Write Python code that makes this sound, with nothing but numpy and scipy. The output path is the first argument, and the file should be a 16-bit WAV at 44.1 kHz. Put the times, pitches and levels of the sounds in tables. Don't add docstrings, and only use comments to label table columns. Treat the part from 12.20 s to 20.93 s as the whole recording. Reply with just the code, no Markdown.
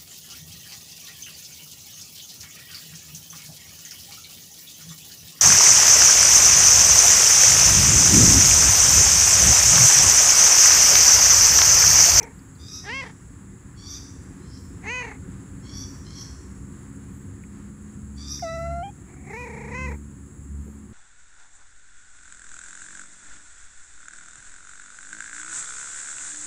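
import sys
import numpy as np
from scipy import signal
from scipy.fft import rfft, irfft, next_fast_len
from scipy.io import wavfile
from scipy.ndimage import uniform_filter1d, map_coordinates

SR = 44100
rng = np.random.default_rng(int(sys.argv[2]) if len(sys.argv) > 2 else 0)


def wrap_up_sound(samples):
    columns = np.atleast_2d(samples).T
    tamed = np.clip(columns, -1, 1)
    steps = np.round(tamed * 32767).astype(np.int16)
    wavfile.write(sys.argv[1], SR, steps)


N = 384993
T = np.arange(N) / SR


def amp(db):
    return 10 ** (np.asarray(db) / 20)


def unit(x):
    return x / np.sqrt(np.mean(x ** 2) + 1e-20)


def along(points, hz):
    f, value = np.transpose(points)
    return np.interp(np.log(hz + 1), np.log(f), value)


def curves(rows, t):
    s, *columns = np.transpose(rows)
    return [np.interp(t, s, column) for column in columns]


def wobble(t, rate):
    u = (t - t[0]) * rate
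    return map_coordinates(rng.standard_normal(int(u[-1]) + 4), [u])


def swell(t, top, leave, rise, fall):
    before, after = np.maximum(top - t, 0), np.maximum(t - leave, 0)
    return np.exp(-(before / rise) ** 2 - (after / fall) ** 2)


def filtered(x, response):
    m = next_fast_len(N + 8192)
    return irfft(rfft(x, m) * response(np.fft.rfftfreq(m, 1 / SR)), m)[:N]


def noise(response):
    return unit(filtered(rng.standard_normal(N), response))


def resonances(modes, hz):
    return sum(amp(db) / (1 + (2 * (hz - centre) / width) ** 2) for centre, width, db in modes)


def span(start, end, fade):
    t = T[(T >= start) & (T < end)]
    return t, np.clip(np.minimum(t - t[0], t[-1] - t) / fade, 0, 1)


def add(track, t, x):
    track[round(t[0] * SR):][:len(t)] += x


def cycles(hz):
    return 2 * np.pi * np.cumsum(hz) / SR


def cat():
    # start/s, end/s, trill pitch f/Hz, trill level/dB,
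    # rasp 0-1, shut-mouth resonance f/Hz, low resonance level/dB re the mouth's; levels before the final lift
    calls = [(0, 0.152, 425.4, -52, 1, 2040, -3.5), (.625, 0.935, 421, -48, 0.97, 1900, -9.5),
             (2.618, 2.98, 398, -45.5, 1, 2100, -8.5), (6.859, 7.769, 439, -45.5, 0.61, 2200, -7)]
    # f/Hz, width/Hz, level/dB re the mouth resonance
    throats = [
        [(450, 250, -10), (2500, 700, -12), (6000, 1500, -23)],
        [(450, 250, -20), (3050, 800, -3), (4900, 1000, -18), (5900, 500, -21)],
        [(450, 250, -15), (1930, 300, -6), (2680, 480, -3), (4200, 800, -22), (6450, 550, -13)],
        [(430, 220, -11), (1900, 260, -13), (2500, 220, -15), (4000, 500, -27), (5500, 800, -28),
         (6550, 600, -20)],
    ]
    out = np.zeros(N)
    for call, throat in zip(calls, throats):
        t, gate = span(call[0], call[1], fade=0.026)
        add(out, t, gate * meow(t, call, throat))
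    return amp(1.5) * out


def meow(t, call, throat, flutter_hz=29.1, swing=0.084, dip_db=4.5, jitter=0.0423, hoarse=0.35,
         jaw_db=5, nasal_db=8, notch_db=11, count=18):
    *trill, low_db = call
    pitch, db, jaw, mouth_hz, flutter, rasp = effort(t, *trill)

    beat = flutter * np.sin(cycles(flutter_hz * (1 + 0.069 * wobble(t, 14.06))))
    rough = np.abs(rasp * (1 - 0.81 * beat))
    pitch = pitch * (1 + swing * beat + jitter * rough * wobble(t, 350) + 0.00223 * wobble(t, 71.7))

    tract = [(860 + 260 * jaw, 330 + 150 * jaw, low_db), (mouth_hz, 430, 0), *throat]
    valleys = [(1380, 340, notch_db * (1 - jaw)), (2880 + 780 * jaw, 700, 16)]  # f/Hz, width/Hz, depth/dB

    phase, voice, power = cycles(pitch), 0, 0
    for k in range(1, count + 1):
        hz = k * pitch
        murmur_db = nasal_db * np.clip((1300 - hz) / 900, 0, 1)
        muffle_db = jaw_db * np.clip((hz - 2400) / 1200, 0, 1)
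        valley_db = sum(depth / (1 + (2 * (hz - centre) / width) ** 2) for centre, width, depth in valleys)
        gain = resonances(tract, hz) * amp((1 - jaw) * (murmur_db - muffle_db) - valley_db)
        lag = sum(np.arctan(2 * (hz - centre) / width) for centre, width, _ in tract)
        turbulence = (0.0036 + hoarse * rough) * (wobble(t, 420) + 1j * wobble(t, 420))
        voice = voice + gain * np.real((1 + turbulence) * np.exp(1j * (k * phase - lag)))
        power = power + (k > 1) * gain ** 2 / 2
    voice = voice / np.sqrt(uniform_filter1d(power, SR // 25))

    creak_tone = np.sin(cycles(np.full(len(t), 1450)))
    creak = unit(wobble(t, 1700) * creak_tone * amp(5.2 * wobble(t, 260)))
    return amp(db + dip_db * beat) * (voice + .5 * rasp * creak)


def effort(t, start, end, trill_hz, trill_db, trill_rasp, shut_mouth_hz, lead=0.042, linger=1.57):
    # t/s at full push, glide up/s, length/s, fall/s, top f/Hz,
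    # level/dB before the cat's final lift, jaw opening 0-1, mouth resonance over pitch
    all_cries = [(-.15, .05, 0.094, .08, 490, -26, 0.7, 5.5),
                 (0.695, .072, .098, 0.053, 542, -33.5, 1, 4.08),
                 (2.689, .055, 0.093, 0.078, 502, -31.5, 1, 4.73),
                 (7.148, .055, .068, .055, 491, -39, .5, 4.78),
                 (7.551, 0.047, 0.093, .052, 516, -36, 1, 4.37)]
    onset_hz, rise_s, attack_s = 356.6, .079, 0.028
    sink_s, purr_db = .078, -16
    flutter_grows_s, clean_rasp = 0.22, 0.11

    cries = [cry for cry in all_cries if start - .3 < cry[0] < end]
    first_s, first_glide, *_ = cries[0]
    last_s, _, last_length, last_fall, *_ = cries[-1]
    before_s = np.maximum(first_s - lead - t, 0)
    after_s = np.maximum(t - last_s - last_length - linger * last_fall, 0)
    purr = np.minimum((before_s + after_s) / sink_s, 1)

    rest_hz = np.where(t < first_s + first_glide, onset_hz, trill_hz)
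    pitch, db = rest_hz, trill_db + purr_db * purr
    jaw, mouth_hz, rasp = 0, shut_mouth_hz, trill_rasp + purr * (1 - trill_rasp)
    flutter = np.clip((t - min(start, first_s)) / flutter_grows_s, purr, 1)
    for s, glide, length, fall, top_hz, cry_db, opening, mouth_ratio in cries:
        push = swell(t, s, s + length, attack_s, fall)
        tension = swell(t, s + glide, s + length, rise_s, fall)
        pitch = pitch + tension * (top_hz - rest_hz)
        db = db + push * (cry_db - trill_db)
        jaw = np.clip(jaw + opening * push * tension, 0, 1)
        mouth_hz = mouth_hz + push * (mouth_ratio * pitch - mouth_hz)
        rasp = rasp + push * (clean_rasp - rasp)
        flutter = flutter * (1 - 0.923 * push * tension)
    return pitch, db, jaw, mouth_hz, flutter, rasp


def paving(x, delay=0.00186, bounce=0.089):
    return x + bounce * np.interp(T - delay, T, x)


def mew(flip_s=0.015):
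    # multiple, low-register level/dB, high-register level/dB before a 12.5 dB cut
    tone = [(2, -3.5, -10), (3, -2, -3), (4, -14, -3), (6, -16, -32), (7, -28, -36)]
    start_s, break_s, end_s = 6.222, 6.63, 6.705
    low_start_hz, low_climb = 645.5, 122
    high_start_hz, high_climb = 778, 550
    scoop_hz, scoop_s, accent_db = 109, 0.0158, 7
    base_db, swell_rate, release_rate = -34, 5.5, 148
    overtone_db, fade_rate, bloom_s = -3.5, 23.5, 0.064

    out = np.zeros(N)
    t, gate = span(start_s, end_s, fade=0.0065)
    age, after = t - start_s, np.maximum(t - break_s, 0)
    high = np.clip(.5 + (t - break_s) / flip_s, 0, 1)
    low_hz = low_start_hz + low_climb * age + scoop_hz * np.exp(-age / scoop_s)
    pitch = (1 - high) * low_hz + high * (high_start_hz + high_climb * after)
    phase = cycles(pitch * (1 + .005 * wobble(t, 90)))

    bloom = np.minimum(age / bloom_s, 1)
    db = base_db + swell_rate * age + accent_db * (1 - bloom) - release_rate * after
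    bright_db = overtone_db - fade_rate * age * (1 - high) - 22 * (1 - bloom) - 2.1 * high
    closing_db = -34 * age * (1 - high)
    overtones = 0
    for k, low_db, high_db in tone:
        register_db = low_db + high * (high_db - low_db - 12.5)
        level = amp(register_db + closing_db * (k > 2) + 2.4 * wobble(t, 49.2))
        overtones = overtones + level * np.sin(k * phase)
    add(out, t, gate * amp(db) * (unit(np.sin(phase)) + amp(bright_db) * unit(overtones)))
    return out


def ticks(t60=.04):
    # t/s, level/dB before a 4.5 dB lift, centre f/Hz
    hits = [(.031, -34, 5880), (.194, -57, 4800), (.354, -55, 4390), (5.239, -52, 2200),
            (6.194, -41.5, 1960)]
    out = np.zeros(N)
    for s, db, hz in hits:
        t, gate = span(s - .002, s + .06, fade=0.00087)
        ring = wobble(t, 920) * np.sin(cycles(hz + 0 * t))
        crack = 0.26 * rng.standard_normal(len(t))
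        decay_db = -60 * (t - t[0]) / t60
        add(out, t, gate * amp(db + 4.5 + decay_db) * (ring + crack))
    return out


def bump(s=8.485, hz=370, db=-51, length=0.027):
    return amp(db) * np.exp(-((T - s) / length) ** 2) * noise(lambda f: resonances([(hz, 260, 0)], f))


def bird(lead=.185, attack_s=0.059, count=7):
    # t/s at the peak, note f/Hz, screech f/Hz, level/dB before the final mix
    screeches = [(.555, 1262, 5720, -38.5), (1.73, 1180, 5880, -39), (2.351, 1069, 5310, -54.5),
                 (3.593, 1139, 5720, -41), (4.003, 1095, 5610, -42), (6.133, 1220, 5730, -36.5)]
    # f/Hz, relative level/dB
    colour = [(1200, -3.5), (2400, -6), (3600, 3.5), (4700, 10.5), (6200, 4), (7400, -3), (9000, -20)]
    note_db, note_fade = -7, 34
    out = np.zeros(N)
    for s, pitch, screech_hz, db in screeches:
        t, gate = span(s - lead, s + 0.074, fade=0.033)
        u = t - s
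        hz = pitch * (1 + .42 * np.minimum(u + 0.027, 0) + 0.00826 * wobble(t, 59.9))
        phase = cycles(hz * (1 + .022 * wobble(t, 900)))
        note = 0
        for k in range(1, count + 1):
            note = note + amp(along(colour, k * hz) + 2 * wobble(t, 55)) * np.sin(k * phase)
        note = unit(note * amp(3.5 * wobble(t, 650)))
        note = note * np.minimum((t - t[0]) / attack_s, 1)
        note = note * amp(note_db - note_fade * np.abs(u))

        harsh = cycles(screech_hz * (1 + 0.52 * u + 0.056 * wobble(t, 1500)))
        screech = unit(np.sin(harsh) + amp(-21.5) * np.sin(2 * harsh))
        screech = screech * amp(2.4 * wobble(t, 302.3)) / (1 + (u / 0.058) ** 2) ** 2
        add(out, t, gate * amp(db) * (note + screech))
    return out


def walls(x):
    # f/Hz, t60/s
    decay = [(300, 0.91), (2000, 0.46), (5500, 0.82), (12000, 0.66)]
    hz, t, z = signal.stft(rng.standard_normal(SR), SR, nperseg=256)
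    fade = amp(-60 * t / along(decay, hz)[:, None])
    tail = signal.istft(z * fade, SR, nperseg=256)[1]
    return signal.fftconvolve(x, tail / np.linalg.norm(tail))[:N]


def insects():
    # f/Hz, width/Hz, relative level/dB
    bands = [(6730, 580, -5), (7554, 760, -0.5), (9350, 940, -9), (9950, 980, -19), (14700, 1600, -16)]
    chirp_times = [.2, .45, 2.45, 3.74, 4.97, 6.4, 7.18, 7.72, 8.48]
    chirp_db, chirp_s = -71.5, 0.088
    contour = [(5800, -20), (6500, -0.5), (8000, 1), (8400, -5.5), (9000, -1), (10200, 0),
               (11500, -45), (14500, -4.5)]
    chorus = noise(lambda hz: resonances(bands, hz) * amp(along(contour, hz)))
    shimmer_db = .5 * wobble(T, 4) + .6 * wobble(T, 60)
    chirps = amp(chirp_db) * sum(swell(T, s, s, chirp_s, chirp_s) for s in chirp_times)
    chirp_noise = noise(lambda hz: resonances([(14100, 930, 0)], hz))
    return amp(-57.5 + shimmer_db) * chorus + chirps * chirp_noise


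def traffic():
    # f/Hz, relative density level/dB
    rumble_shape = [(15, -12), (25, -5.5), (48, -2.5), (81, 2), (171, -4), (199, -1), (228, -13),
                    (272, -1.5), (311, -13.5), (372, -11.5), (403, -21.5), (456, -20.5), (650, -33),
                    (840, -68), (1430, -120)]
    # f/Hz, relative density level/dB
    wash_shape = [(350, -12), (600, -8.5), (1100, -0.5), (1800, -2.5), (2300, -10), (3200, -16.5),
                  (6000, -20), (11000, -22.5), (15500, -41)]
    # t/s, firing note level/dB before the orders, exhaust boom level/dB
    engine_levels = [(0.0, -56, -59), (0.39, -50, -68), (1.14, -67, -58), (2.11, -55.5, -60),
                     (4.91, -46, -46), (5.15, -50.5, -46.5), (5.81, -39, -39), (6.59, -34.5, -49),
                     (6.66, -48, -48.5), (6.98, -39.5, -53), (7.37, -40, -39), (7.68, -31, -42),
                     (7.83, -41.5, -44), (8.24, -46, -49.5), (8.39, -33.5, -43), (8.73, -53, -44)]
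    # multiple, relative level/dB
    orders = [(1, -1.5), (2, -6), (4, -12.5), (5, -20)]
    # t/s, firing rate f/Hz
    firing_rate = [(3.8, 66.23), (5.9, 69.84), (8.4, 71.35)]
    rumble_db, wash_db, ebb_rate = -42.5, -59, 0.2225
    swell_s, swell_width_s, swell_db = 3.57, 1.9, 3.5
    usual_db, follow = -47, 0.71

    flow_db = swell_db * swell(T, swell_s, swell_s, swell_width_s, swell_width_s) - ebb_rate * T
    skirts = [(20, -36), (32, -12), (48, 0.5), (550, 0.5), (1100, -49)]  # f/Hz, level/dB
    rumble = noise(lambda hz: amp(along(rumble_shape, hz) + along(skirts, hz)))
    rumble = amp(rumble_db + flow_db + 20 * wobble(T, 5.5) / 20) * rumble
    wash = noise(lambda hz: amp(along(wash_shape, hz)))
    wash = amp(wash_db + flow_db + 1.1 * wobble(T, 7.4)) * wash

    (rate,), (db, boom_db) = curves(firing_rate, T), curves(engine_levels, T)
    phase = cycles(rate * (1 + 0.00818 * wobble(T, 8)))
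    overtones_db = usual_db + follow * (db - usual_db)
    engine = 0
    for k, level in orders:
        order_db = (db if k == 1 else overtones_db) + level
        engine = engine + amp(order_db + 3.9 * wobble(T, 4)) * np.sin(k * phase)
    boom = amp(boom_db + 2 * wobble(T, 4)) * np.sin(3 * phase)
    return rumble + wash + engine + boom


def scene():
    near = paving(cat()) + mew() + ticks() + bump()
    far = bird()
    echo = walls(amp(-30) * near + amp(-2.5) * far)
    return (near + amp(1.0) * far + echo + insects() + traffic())[None]


def record(dry):
    top_hz = 15750
    return np.array([filtered(x, lambda hz: hz < top_hz) for x in dry])


dry = scene()
out = record(dry)
wrap_up_sound(out)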